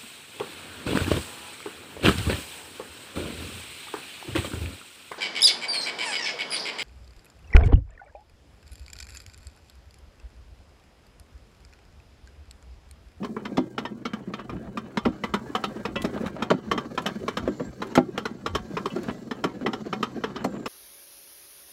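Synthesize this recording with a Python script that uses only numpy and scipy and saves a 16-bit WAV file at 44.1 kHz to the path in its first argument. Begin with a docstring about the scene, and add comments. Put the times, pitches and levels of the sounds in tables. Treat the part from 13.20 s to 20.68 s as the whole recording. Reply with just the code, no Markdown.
"""Wheels clack and rebound over the rail joints as a sled is towed up a mountain-coaster track, heard on board.
Each clack is a crowd of tiny collisions exciting steel resonances; decaying modes clang and ring on.
Damped swings thump the plastic shell, jolts make it boom, and small parts tick, ping and rattle.
Beneath lie coloured-noise rumble, scrape and hiss, a friction whistle, a wavering low hum,
a rustling sleeve and soft wind on the microphone."""
import sys
import numpy as np
from scipy import signal
from scipy.fft import rfft, irfft
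from scipy.io import wavfile

SR = 44100
rng = np.random.default_rng(int(sys.argv[2]) if len(sys.argv) > 2 else 0)


def to_wav(sig):
    """Store sig (one row per channel, or 1-D mono) as 16-bit WAV at the path in sys.argv[1].

    Samples outside -1..1 are clipped; the rate is SR.
    """
    pcm = np.clip(np.atleast_2d(sig), -1, 1) * 32767
    pcm = np.round(pcm).astype(np.int16)
    wavfile.write(sys.argv[1], SR, pcm.T)  # frames by channels


N = 329868

# A wheel crosses a joint; levels before each layer's trim: (time [s], shell thud [dB], shell bark [dB],
# steel middle [dB], treble [dB], top [dB], low clang [Hz], high clang [Hz])
JOINT_CROSSINGS = [(0.0283, -32, -37.5, -43.5, -52, -67, 914, 2530),
                   (0.0447, -34.5, -31.5, -37, -48.5, -58, 1070, 4390),
                   (0.164, -30.5, -32.5, -36, -66.5, -74, 1004, 2300),
                   (0.2515, -34, -37, -37.0, -43.5, -60, 990, 3100),
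                   (0.3698, -31, -40, -36, -39, -51, 1225, 3410),
                   (0.579, -27.5, -36, -30.5, -37.5, -54, 1340, 2950),
                   (0.6506, -38.5, -44.5, -33.5, -42, -61, 933, 3020),
                   (0.8517, -28.5, -36, -33, -38.5, -55.5, 1370, 2230),
                   (0.933, -26, -41, -37.5, -45, -58, 1616, 2280),
                   (1.1359, -36.5, -44, -36, -41.5, -62, 1255, 2440),
                   (1.1931, -40, -47.0, -42, -57, -70, 1180, 2720),
                   (1.2939, -40, -46, -38.5, -53, -64, 1206, 2400),
                   (1.5718, -29.5, -43, -32, -43.5, -55, 1182, 2480),
                   (1.7711, -22.5, -47, -28.5, -36.5, -49.5, 1205, 2140),
                   (1.8513, -36, -48, -29.5, -39.5, -57, 1330, 2486),
                   (2.036, -28, -34, -30, -38.5, -53.5, 2003, 3000),
                   (2.1375, -23, -30, -26, -36, -47, 1250, 3064),
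                   (2.3498, -31.5, -40, -25, -33.5, -49.5, 1280, 3040),
                   (2.4379, -35, -44, -28.5, -34, -61, 1260, 3110),
                   (2.651, -31, -29, -32.0, -39.5, -53, 1218, 2560),
                   (2.7559, -31, -29, -35.5, -41.5, -55.5, 1420, 3230),
                   (2.8459, -36, -24, -36.5, -42.5, -49, 805, 3760),
                   (3.0581, -29.5, -45, -43, -49, -57, 1180, 3750),
                   (3.2211, -28.5, -43, -29, -36.5, -50, 1284, 2450),
                   (3.3019, -19, -39, -25, -34, -46, 1388, 3070),
                   (3.513, -31, -32, -23.0, -33, -47, 1128, 3084),
                   (3.5764, -29, -32, -29.5, -38, -52.5, 1160, 3080),
                   (3.7752, -31, -41, -26.5, -36, -53, 1013, 3190),
                   (3.8613, -36, -32.5, -30.5, -31, -43.5, 1240, 3000),
                   (4.0796, -38, -29, -28.5, -38.5, -50, 1080, 2300),
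                   (4.1693, -34.0, -36, -30, -36.5, -47, 1210, 3030),
                   (4.275, -38, -38, -37.5, -53, -61, 1090, 3330),
                   (4.3956, -54, -34, -41, -67, -68, 1130, 2760),
                   (4.6174, -40, -35.5, -31.5, -42.5, -54, 1260, 3920),
                   (4.752, -25, -40, -26.5, -34.5, -38, 1346, 2140),
                   (4.9761, -36.0, -30.0, -31.5, -36, -48.5, 1370, 3250),
                   (5.053, -35.5, -31.5, -30.5, -39.5, -50, 1446, 4060),
                   (5.2603, -36, -31.5, -28.5, -37.5, -49, 1150, 3960),
                   (5.3492, -35, -26.5, -27.5, -33, -43, 1123, 3110),
                   (5.5678, -53, -28.5, -30, -41.5, -57, 987, 2470),
                   (5.6563, -39, -25.5, -29, -40.5, -52, 1090, 3120),
                   (5.7593, -59, -48, -41.5, -55, -57, 780, 4430),
                   (5.8839, -42, -39, -46, -55, -68.5, 975, 2420),
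                   (6.1102, -31.0, -32, -35, -42.5, -56, 1780, 3410),
                   (6.2387, -32, -26, -26.5, -36, -45, 1370, 3130),
                   (6.4608, -45, -26, -28, -36, -54, 1965, 3050),
                   (6.5309, -30.5, -32.5, -33.5, -39.5, -53, 1370, 2930),
                   (6.7269, -34, -31, -29.5, -39, -55.5, 1300, 3020),
                   (6.8274, -27, -34, -25.5, -34, -48, 1255, 3097),
                   (7.0368, -30, -25.5, -30, -39, -54.5, 1310, 3000),
                   (7.159, -36, -32.5, -38, -43, -61, 1237, 3030),
                   (7.2419, -28, -33, -37, -48.5, -44.5, 1190, 4280),
                   (7.4578, -34, -36.5, -34, -40, -47.5, 1060, 2560)]
# Crossovers between the bass, middle, treble and top of a clack: [Hz]
CLACK_CROSSOVERS = [700, 2200, 7000]
# Broad spectrum of struck steel: (frequency [Hz], relative density [dB per Hz])
STEEL_SPECTRUM = [(50, -14), (120, -13.5), (240, -6.5), (450, -0.5), (700, -10), (1000, -8), (1380, -8),
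                  (1500, -13.5), (1850, -12), (2700, -14.5), (4000, -21), (4800, -27), (6000, -29),
                  (10000, -53), (13000, -58.5), (16000, -65)]
# Resonances of wheel and rail: (frequency [Hz], width [Hz], lift [dB])
WHEEL_RESONANCES = [(1187, 110, 4.5), (1784, 130, 2), (2970, 110, 2.5), (3146, 400, 7.5), (3690, 290, 4.5),
                    (3990, 180, 5.5), (5264, 480, 9), (5200, 165, 3), (6150, 90, 2), (7450, 150, 1),
                    (11630, 450, 8.5), (12300, 290, 13)]
# Modes of the rail: (frequency [Hz], relative level [dB], 60 dB decay time [s])
RAIL_MODES = [(950, 1.5, 0.14), (1136, -7.5, 0.31), (1338, -2.5, 0.22), (1695, -19.5, 0.19),
              (2064, -14, 0.36), (3116, -5, 0.19), (3580, -4, 0.13), (4400, -6, 0.11)]


def clacks(size=8192, count=14, bass_db=-6):
    """Impact excitation: chattering contact drives steel resonances, and each joint adds modes of its own."""
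    out, t = np.zeros(N), np.arange(size) / SR
    for s, _, _, middle_db, treble_db, top_db, low_hz, high_hz in JOINT_CROSSINGS:
        weak_hz = 700 * 2 ** (3.5 * rng.random(count))
        # weak resonances are lifted and lowered in turn
        weak_peaks = [(hz, 0.04 * hz, 5 * (-1) ** k) for k, hz in enumerate(weak_hz)]
        body = colour(STEEL_SPECTRUM, WHEEL_RESONANCES + weak_peaks)

        rise = rng.uniform(.0015, .0035)
        force = chatter(t, rise, fall=0.0077, tail_db=-5.5, tail_t60=0.089, grain_db=4)
        force += .8 * bounces(t - .0013, gap=.0024, contact=.00013)
        force += rebounds(t)
        blow = evened(signal.fftconvolve(force, body)[:size])

        clang_modes = [(low_hz, -1, 0.043), (high_hz, -5, 0.043)]
        clang = ring(clang_modes, t, scatter_db=1, detune=0)
        blow += gain_of(-6) * evened(clang * (1 - np.exp(-t / .0012)))

        own_modes = [(low_hz, 0, 0.17), (high_hz, -5, 0.17)]
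        # higher weak modes are fainter and die sooner
        weak_modes = [(hz, -4 - 7 * np.log2(hz / 700), 0.35 * np.sqrt(700 / hz)) for hz in weak_hz]
        rail = evened(ring(RAIL_MODES + own_modes + weak_modes, t, scatter_db=2.5, detune=0.013))

        levels_db = np.array([middle_db + bass_db, middle_db, treble_db, top_db])
        add(out, s, weigh(blow + gain_of(-10) * rail, CLACK_CROSSOVERS, levels_db, span=0.018))
    return gain_of(0.62) * out


def bounces(t, gap, contact, count=4):
    """Inelastic rebound: a wheel lands and skips, with alternating sign and each touch weaker."""
    at = np.cumsum(gap * rng.uniform(.5, 1.5, (count, 1)), 0) - gap / 2
    strength = (-.85) ** np.arange(count)[:, None]
    return (np.exp(-((t - at) / contact) ** 2) * strength).sum(0)


def rebounds(t, first=0.011, last=0.06, fall=0.022, touch=0.00098, dull_hz=2200, count=8):
    """Repeated impact: the loose mounting strikes at uneven moments, dully and generally ever weaker."""
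    at = first + (last - first) * (np.arange(count) + rng.random(count))[:, None] / count
    strength = gain_of(0.75 * rng.standard_normal((count, 1))) * np.exp(-at / fall)
    envelope = (strength * (t > at) * np.exp(-abs(t - at) / touch)).sum(0)
    touches = envelope * rng.standard_normal(len(t))
    return signal.sosfilt(signal.butter(2, dull_hz, fs=SR, output="sos"), touches)


def thumps(thud_hz=228, bark_hz=435, delay_s=0.0005):
    """Damped oscillation: every rail joint reaches the seat through the shell as a short, rounded thump."""
    out = np.zeros(N)
    for s, thud_db, bark_db, *_ in JOINT_CROSSINGS:
        thud = gain_of(thud_db + 4.5) * wobble(thud_hz, peak_s=0.0071)
        bark = gain_of(bark_db + 2.5) * wobble(bark_hz, peak_s=0.0072)
        add(out, s + delay_s, thud + bark)
    return out


def wobble(hz, peak_s, size=4096):
    """Heavy damping: a few swings swell and die, with random detuning and phase."""
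    t = np.arange(size) / SR
    shift, turn = rng.uniform(-1, 1, 2)
    envelope = (t / peak_s * np.exp(1 - t / peak_s)) ** 2
    return envelope * np.sin(2 * np.pi * (hz * (1 + .12 * shift) * t + turn))


# The shell is jolted; levels before a common trim:
# (time [s], low thud [dB], higher bark [dB], hard crack [dB])
JOLTS = [(0.379, -21.5, -26.5, -30), (1.005, -42, -51, -63), (1.074, -32.5, -46.5, -63),
         (1.101, -45, -44.5, -51.5), (1.329, -35.5, -58, -48), (1.354, -35, -49, -58),
         (1.473, -41, -62, -50), (1.856, -20, -28.5, -28), (1.879, -29, -47, -47.5),
         (2.842, -27.5, -31, -36), (2.962, -34, -35.5, -54), (3.034, -34.5, -35, -59),
         (3.164, -56, -48, -40.5), (3.311, -25, -24, -21), (3.337, -26, -39, -41), (3.529, -42, -32, -54),
         (3.857, -38, -54, -35.5), (4.036, -38, -41.5, -55), (4.276, -28.5, -23.5, -69),
         (4.405, -33.5, -32, -45), (4.775, -16.5, -20, -18.5), (5.534, -34.5, -48, -51),
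         (5.76, -39, -27.5, -47), (5.883, -29.5, -48, -43), (6.247, -28.5, -31, -48),
         (6.449, -46, -30.5, -63), (7.246, -27.5, -33, -29)]


def knocks():
    """Forced response: hard jolts set the shell booming."""
    out = np.zeros(N)
    for s, *levels_db in JOLTS:
        add(out, s, gain_of(0.76) * jolt(*levels_db, rise=0.0013))
    return out


# Crossovers between the thud, bark, crack and crunch of a knock: [Hz]
KNOCK_CROSSOVERS = [330, 560, 900]
# Modes of the shell: (frequency [Hz], relative level [dB], 60 dB decay time [s])
SHELL_MODES = [(173, 5, 0.11), (191, -4.5, 0.14), (252.3, 6, 0.12), (310, -6, 0.25), (364.6, -5, 0.14),
               (457, -5.5, 0.04), (548, -7, 0.066), (624, 2.5, 0.032), (770, -12.5, 0.097),
               (935, -8.5, 0.049)]
# Broad boom of the shell between its modes: (frequency [Hz], relative density [dB per Hz])
BOOM_SPECTRUM = [(50, -28), (110, -15), (185, 14), (260, -5.5), (400, -4), (650, -8.5), (800, -16),
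                 (1350, -12), (1550, -21), (2100, -20), (3000, -30), (5000, -36.5), (10000, -62)]


def jolt(thud_db, bark_db, crack_db, rise, size=8192, lowest_hz=135, crunch_db=-7):
    """Modal excitation: a shove and rattle drive a hollow shell, whose boom holds little deep bass."""
    t = np.arange(size) / SR
    force = chatter(t, rise, fall=.0065, tail_db=-12, tail_t60=.085, grain_db=4.5)
    force += 1.16 * np.exp(-((t - .0015) / 0.00023) ** 2)  # the shove itself
    shell = evened(ring(SHELL_MODES, t, scatter_db=1, detune=0.014))
    shell += 0.78 * evened(colour(BOOM_SPECTRUM, size=size))
    bass_cut = signal.butter(2, lowest_hz, "high", fs=SR, output="sos")
    boom = signal.sosfilt(bass_cut, signal.fftconvolve(force, shell)[:size])
    # the crunch above the crack has a level relative to it
    levels_db = np.array([thud_db, bark_db, crack_db, crack_db + crunch_db])
    return weigh(boom, KNOCK_CROSSOVERS, levels_db, span=0.018)


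# Small loose parts touch; levels before a common trim: (time [s], level [dB])
LIGHT_TOUCHES = [(2.354, -41), (2.44, -35), (2.819, -30), (3.069, -41), (3.7515, -47), (3.82, -42),
                 (4.67, -48), (5.7299, -57), (5.832, -40.5), (6.1904, -62)]


def ticks(size=2048):
    """Filtered impact: brief chatter excites the bright resonances of small parts."""
    out, t = np.zeros(N), np.arange(size) / SR
    body = colour([(1000, -10), (3500, 3), (5000, -5), (7200, -1), (8500, -9), (10000, -6), (16000, -16)])
    for s, db in LIGHT_TOUCHES:
        force = chatter(t, rise=.0004, fall=.007, tail_db=-18, tail_t60=.07, grain_db=4)
        tick = signal.fftconvolve(force, body)[:size]
        add(out, s, gain_of(db - 14.5) * evened(tick))
    return out


# A wheel rim brushes the rail; levels before a common trim: (time [s], level [dB])
RIM_BRUSHES = [(1.187, -61), (2.7602, -39), (4.401, -63.5), (5.702, -57), (5.891, -54.5), (7.191, -60)]
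# Modes of a wheel rim: (frequency [Hz], relative level [dB], 60 dB decay time [s])
RIM_MODES = [(557, 10, .08), (1060, -3, 0.24), (1408, -1, .06), (1980, -7.5, 0.41), (2360, -5, 0.12),
             (2570, 5, 0.065), (2665, 1, 0.11), (2970, 3.5, 0.094), (3310, -5, 0.15), (3930, -6.5, 0.11)]


def pings(size=8192):
    """Modal decay: a soft touch stirs the rim, whose modes then die away."""
    out, t = np.zeros(N), np.arange(size) / SR
    for s, db in RIM_BRUSHES:
        rim = ring(RIM_MODES, t, scatter_db=4.7, detune=0.0024)
        add(out, s, gain_of(db + 6) * rim * (1 - np.exp(-t / 0.0019)))
    return out


# Loose fittings shake in flurries; levels before the fine stutter: (time [s], level [dB])
FLURRIES = [(1.0, -55), (1.205, -40.5), (1.447, -51.5), (2.945, -42), (2.977, -36.5), (3.04, -45),
            (3.071, -33.5), (3.19, -47), (3.89, -36), (4.125, -47), (4.965, -45.5), (5.52, -55),
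            (5.78, -46), (5.897, -37.5), (6.285, -71), (6.425, -44), (6.66, -46.5), (7.18, -39),
            (7.362, -43.5)]


def rattle(lasting=0.018, per_second=70, fall=0.0066, jitter_db=-5, shudder_db=-21, settle_s=0.024):
    """Random impacts: fittings shake in flurries, shudder after joints and jitter with the scrape."""
    t = np.arange(N) / SR
    flurries = swells([(s, lasting, db) for s, db in FLURRIES])
    flurries = flurries * (.55 + .5 * stutter(400, .0008))
    shudder = np.zeros(N)
    for s, _, _, strength_db, *_ in JOINT_CROSSINGS:
        add(shudder, s, gain_of(strength_db + shudder_db) * np.exp(-t[:SR // 2] / settle_s))
    scraping = gain_of(curves(ROLLING_LEVELS)[1] + jitter_db)
    shake = flurries + (shudder + scraping) * stutter(per_second, fall)
    grain = gain_of(3 * drift(400))
    return shake * noise(SCRAPE_SPECTRUM, grain, TRACK_RESONANCES)


# Rolling between joints; levels before each layer's trim:
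# (time [s], rumble [dB], scrape [dB], hiss [dB])
ROLLING_LEVELS = [(0.13, -40, -57.5, -78), (0.34, -40.5, -53, -65), (0.5, -46, -58, -73),
                  (0.78, -44.5, -60.5, -73), (1.03, -49.5, -55, -73), (1.48, -42, -55.5, -78),
                  (1.7, -43.5, -54.5, -73), (1.97, -45, -53.5, -64.5), (2.27, -43, -50, -66),
                  (2.57, -39.5, -47.5, -66), (3.43, -42, -51, -65), (3.7, -41, -55, -61.5),
                  (4.0, -42.5, -50.5, -60.5), (4.36, -41, -52.5, -60), (4.57, -47, -58, -63),
                  (4.71, -42, -50.5, -60), (4.89, -42, -56, -67), (5.18, -43, -57, -63.5),
                  (5.48, -43, -54.5, -59.5), (5.85, -39, -47.5, -57.5), (6.02, -43.5, -56.5, -61.5),
                  (6.2, -39.5, -51.5, -64), (6.37, -42, -51, -62), (6.65, -42.5, -54, -60),
                  (6.96, -41.5, -53, -59), (7.12, -43, -49.5, -61), (7.38, -38, -52.5, -67)]
# A wheel rides over a dent and the shell grumbles; levels before trims: (time [s], level [dB])
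TRACK_DENTS = [(0.63, -34), (1.25, -46), (1.66, -59), (2.51, -37), (2.595, -39), (2.889, -33), (3.012, -29),
               (3.557, -27.5), (3.644, -36), (3.715, -38), (4.024, -34), (4.316, -42), (4.43, -47),
               (4.48, -31.5), (4.665, -33), (5.51, -36), (5.73, -33.5), (5.799, -31), (6.344, -46),
               (6.427, -33.5), (6.49, -27.5), (6.662, -34), (6.972, -29), (7.3, -53), (7.36, -42)]
# Spectra of the rolling layers: (frequency [Hz], relative density [dB per Hz])
RUMBLE_SPECTRUM = [(80, -40), (130, -9), (175, -3.5), (215, 5), (250, -2), (305, -3), (360, -3), (470, -10),
                   (540, -12), (750, -20.5), (1200, -61.5)]
SCRAPE_SPECTRUM = [(400, 4.5), (700, 5.5), (900, 4), (1180, 2), (1450, 2), (1850, -5), (2400, -6),
                   (3100, -12), (4200, -15), (7000, -51)]
HISS_SPECTRUM = [(1800, -15), (3200, -6), (4450, 4), (4850, -3), (5300, -1), (6800, -3), (7600, -14.5),
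                 (8300, -22), (10200, -21), (11800, -12), (13500, -29), (16000, -38)]
# Resonances of the rail under rolling wheels: (frequency [Hz], width [Hz], lift [dB])
TRACK_RESONANCES = [(1103, 150, 2.5), (1300, 110, 1), (1704, 18, 12), (1597, 11, 18), (1910, 54, 7.5),
                    (2980, 34, 13.5)]


def rolling(dent_s=0.016):
    """Roughness excitation: uneven steel shakes the shell, scrapes under the wheels and hisses."""
    rumble_db, scrape_db, hiss_db = curves(ROLLING_LEVELS)
    bumps = drift(34)  # shared by all three layers
    dents = swells([(s, dent_s, db) for s, db in TRACK_DENTS])

    rumble = noise(RUMBLE_SPECTRUM, gain_of(2 * bumps + 2.6 * drift(90)))
    rumble = patchy(rumble, depth_db=3.2, width_hz=120, lasting=0.05)
    rumble *= np.hypot(gain_of(rumble_db + 2.5), gain_of(0.5) * dents)

    scrape = noise(SCRAPE_SPECTRUM, gain_of(2.4 * bumps + 2.5 * drift(200)), TRACK_RESONANCES)
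    scrape = patchy(scrape, depth_db=4.2, width_hz=130, lasting=0.12)
    scrape *= gain_of(scrape_db + 0.3) + gain_of(-22) * dents

    hiss = noise(HISS_SPECTRUM, gain_of(2.2 * bumps + 0.56 * drift(600)))
    hiss = patchy(hiss, depth_db=2, width_hz=250, lasting=.08)
    return rumble + scrape + gain_of(hiss_db - 1.5) * hiss


def patchy(x, depth_db, width_hz, lasting):
    """Moving contact: resonances come and go as the wheels move along the rail."""
    z = signal.stft(x, nperseg=1024, noverlap=768)[2]
    bins = signal.windows.hann(int(width_hz * 1024 / SR) + 3)
    frames = signal.windows.hann(int(lasting * SR / 256) + 3)
    random_field = rng.standard_normal(z.shape)
    field = evened(signal.fftconvolve(random_field, np.outer(bins, frames), "same"))
    return evened(signal.istft(z * gain_of(depth_db * field), nperseg=1024, noverlap=768)[1][:N])


def hum(hz=127, db=-53):
    """Frequency and amplitude modulation: the tow hums low, wavering about a mean pitch and level."""
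    return tone(hz * (1 + 0.0099 * drift(6.9)), db + 2 * drift(3.2))


# The whistle flares; levels before its flutter: (time of height [s], half-length [s], level [dB])
WHISTLE_FLARES = [(2.15, .25, -83), (2.55, 0.17, -87), (4.41, 0.084, -64), (6.02, .1, -75),
                  (7.38, 0.13, -64.5)]
# Centre pitch of the whistle before its wavering: (time [s], frequency [Hz])
WHISTLE_PITCH = [(2.0, 7520), (2.3, 7500), (2.6, 7700), (4.27, 7560), (4.4, 7170), (4.47, 7540),
                 (5.15, 7500), (5.3, 7800), (5.45, 7350), (5.9, 7700), (6.08, 7400), (7.1, 7670),
                 (7.33, 7300), (7.48, 7360)]


def singing(under_hiss_db=-14):
    """Friction-driven oscillation: sliding metal whistles thinly with the hiss and sometimes flares."""
    level = gain_of(curves(ROLLING_LEVELS)[2] + under_hiss_db) + swells(WHISTLE_FLARES)
    pitch = curves(WHISTLE_PITCH)[0] + 65 * drift(30)
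    flutter = .9 * drift(70) + .55 * drift(350)
    return level * tone(pitch, 0) * flutter


# The arm moves and its sleeve rubs; levels before a common trim:
# (time of height [s], half-length [s], level [dB])
ARM_STROKES = [(.1, 0.26, -67), (2.47, 0.32, -59), (3.0, 0.1, -53.5), (3.98, 0.24, -58.5), (4.6, 0.1, -69),
               (5.75, 0.29, -58)]
# Spectrum of rubbing nylon: (frequency [Hz], relative density [dB per Hz])
NYLON_SPECTRUM = [(2000, -21), (4000, 4.5), (7500, 4), (9500, -0.5), (12500, -6), (16000, -3.5)]


def rustle(crinkle=0.19, rest_db=-63):
    """Frictional noise: nylon rubs on nylon in fine, bright grains and small crinkles."""
    rubbing = gain_of(rest_db) + swells(ARM_STROKES)
    grain = gain_of(2 * drift(40) + 1.1 * drift(900))
    grain = grain * (1 + crinkle * stutter(160, .0006))
    return gain_of(-8) * rubbing * noise(NYLON_SPECTRUM, grain)


# A gust buffets the microphone; levels before a common trim:
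# (time of height [s], half-length [s], level [dB])
WIND_GUSTS = [(.03, 0.027, -38), (1.34, 0.046, -34), (1.48, 0.032, -37), (1.87, 0.044, -32),
              (2.13, 0.044, -39), (2.78, 0.11, -34.5), (3.03, 0.086, -39), (3.5, 0.034, -39),
              (4.02, 0.025, -34), (4.23, 0.055, -33), (4.48, 0.019, -29), (5.35, 0.085, -30)]
# Spectrum of the buffeting: (frequency [Hz], relative density [dB per Hz])
WIND_SPECTRUM = [(15, -56), (30, -13), (52, -7), (75, -7), (110, -7), (200, -16), (500, -86)]


def wind(breeze_db=-48.5):
    """Turbulent pressure noise: soft buffets on the microphone rise over a light breeze."""
    strength = gain_of(breeze_db) + swells(WIND_GUSTS)
    return strength * noise(WIND_SPECTRUM, gain_of(0.57 * drift(17))) * gain_of(-7)


def chatter(t, rise, fall, tail_db, tail_t60, grain_db):
    """Random contact force: tiny collisions swell, die quickly and leave a faint shiver."""
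    push, size = rng.standard_normal((2, len(t)))
    swell = 1 - np.exp(-(t / rise) ** 2)
    main = np.exp(-t / fall) * gain_of(grain_db * size)
    shiver = gain_of(tail_db - 60 * t / tail_t60)
    return push * swell * (main + shiver)


def ring(modes, t, scatter_db, detune):
    """Modal superposition: decaying sines, stirred differently as each blow lands elsewhere."""
    hz, db, t60 = np.transpose(modes)[:, :, None]
    size, shift, sign = rng.standard_normal((3, len(modes), 1))
    envelope = gain_of(db + scatter_db * size - 60 * t / t60)
    waves = np.sin(2 * np.pi * hz * (1 + detune * shift) * t)
    return (np.sign(sign) * envelope * waves).sum(0)


def weigh(x, edges_hz, levels_db, span):
    """Band equalisation: sets each band's strength over the first span seconds, starting from rest."""
    hz = np.fft.rfftfreq(2 * len(x), 1 / SR)
    below = [0 * hz] + [1 / (1 + (hz / edge) ** 8) for edge in edges_hz] + [1 + 0 * hz]
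    bands = irfft(rfft(x, 2 * len(x)) * np.diff(below, axis=0))[:, :len(x)]
    bands *= 1 - np.exp(-(np.arange(len(x)) / SR / .0007) ** 2)
    strengths = bands[:, :int(span * SR)].std(1)
    return (gain_of(levels_db) / strengths) @ bands


def stutter(per_second, fall):
    """Poisson-like impacts: small touches come at random and die at once, giving an envelope of rms 1."""
    t = np.arange(SR // 4) / SR
    kicks = (rng.random(N) < per_second / SR) * rng.exponential(1, N)
    return evened(signal.fftconvolve(kicks, t * np.exp(-t / fall))[:N])


def swells(rows):
    """Superposed envelopes: one smooth Gaussian rise and fall in amplitude for each row."""
    t = np.arange(N) / SR
    return sum(gain_of(db) * np.exp(-((t - s) / half) ** 2) for s, half, db in rows)


def drift(rate_hz):
    """Low-pass random process: smooth variation of rms 1 up to about this rate."""
    hz = np.fft.rfftfreq(N, 1 / SR)
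    return evened(irfft(rfft(rng.standard_normal(N)) / (1 + (hz / rate_hz) ** 4), N))


def tone(hz, db):
    """Phase accumulation: a sine follows a pitch and an rms level."""
    return np.sqrt(2) * gain_of(db) * np.sin(2 * np.pi * np.cumsum(hz) / SR)


def noise(points, drive=1, peaks=()):
    """Source-filter principle: random forcing of varying strength is heard through a colour, at rms 1."""
    return evened(signal.oaconvolve(drive * rng.standard_normal(N), colour(points, peaks))[:N])


def colour(points, peaks=(), size=4096):
    """Minimum-phase response: a causal filter with a broad spectrum and added resonances."""
    hz = abs(np.fft.fftfreq(size, 1 / SR))
    db = read(points, hz) + sum(lift / (1 + (2 * (hz - f) / width) ** 2) for f, width, lift in peaks)
    # the Hilbert transform of log magnitude gives the phase
    return np.fft.ifft(np.exp(np.conj(signal.hilbert(np.log(gain_of(db)))))).real


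def read(points, hz):
    """Logarithmic interpolation: joins a spectrum by straight lines on a log-frequency axis."""
    f, value = np.transpose(points)
    return np.interp(np.log(hz + 1), np.log(f + 1), value)


def curves(rows):
    """Linear interpolation: reads each column of a time table at every sample."""
    s, *columns = np.transpose(rows)
    return [np.interp(np.arange(N) / SR, s, c) for c in columns]


def gain_of(db):
    """Logarithmic level: converts decibels to amplitude."""
    return 10 ** (np.asarray(db) / 20)


def evened(x):
    """Power normalisation: scales to rms 1."""
    return x / np.sqrt(np.mean(x ** 2) + 1e-20)


def add(mix, s, sound):
    """Linear superposition: mixes a sound in at time s."""
    part = mix[max(round(s * SR), 0):][:len(sound)]
    part += sound[:len(part)]


def scene():
    """Superposition in the open air: all sources sum directly, without reverberation."""
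    blows = clacks() + thumps() + knocks() + ticks() + pings() + rattle()
    return (blows + rolling() + hum() + singing() + rustle() + wind())[None]


def record(dry, low_hz=46, edge_hz=15850):
    """Transducer limits: a small microphone drops deep bass, rounds hard peaks and is band-limited."""
    thin = signal.sosfilt(signal.butter(3, low_hz, "high", fs=SR, output="sos"), dry)
    rounded = thin / (1 + (thin / .85) ** 6) ** (1 / 6)
    low_pass = signal.firwin(511, edge_hz, window=("kaiser", 9), fs=SR)
    return signal.oaconvolve(rounded, low_pass[None], "same")


dry = scene()
out = record(dry)
to_wav(out)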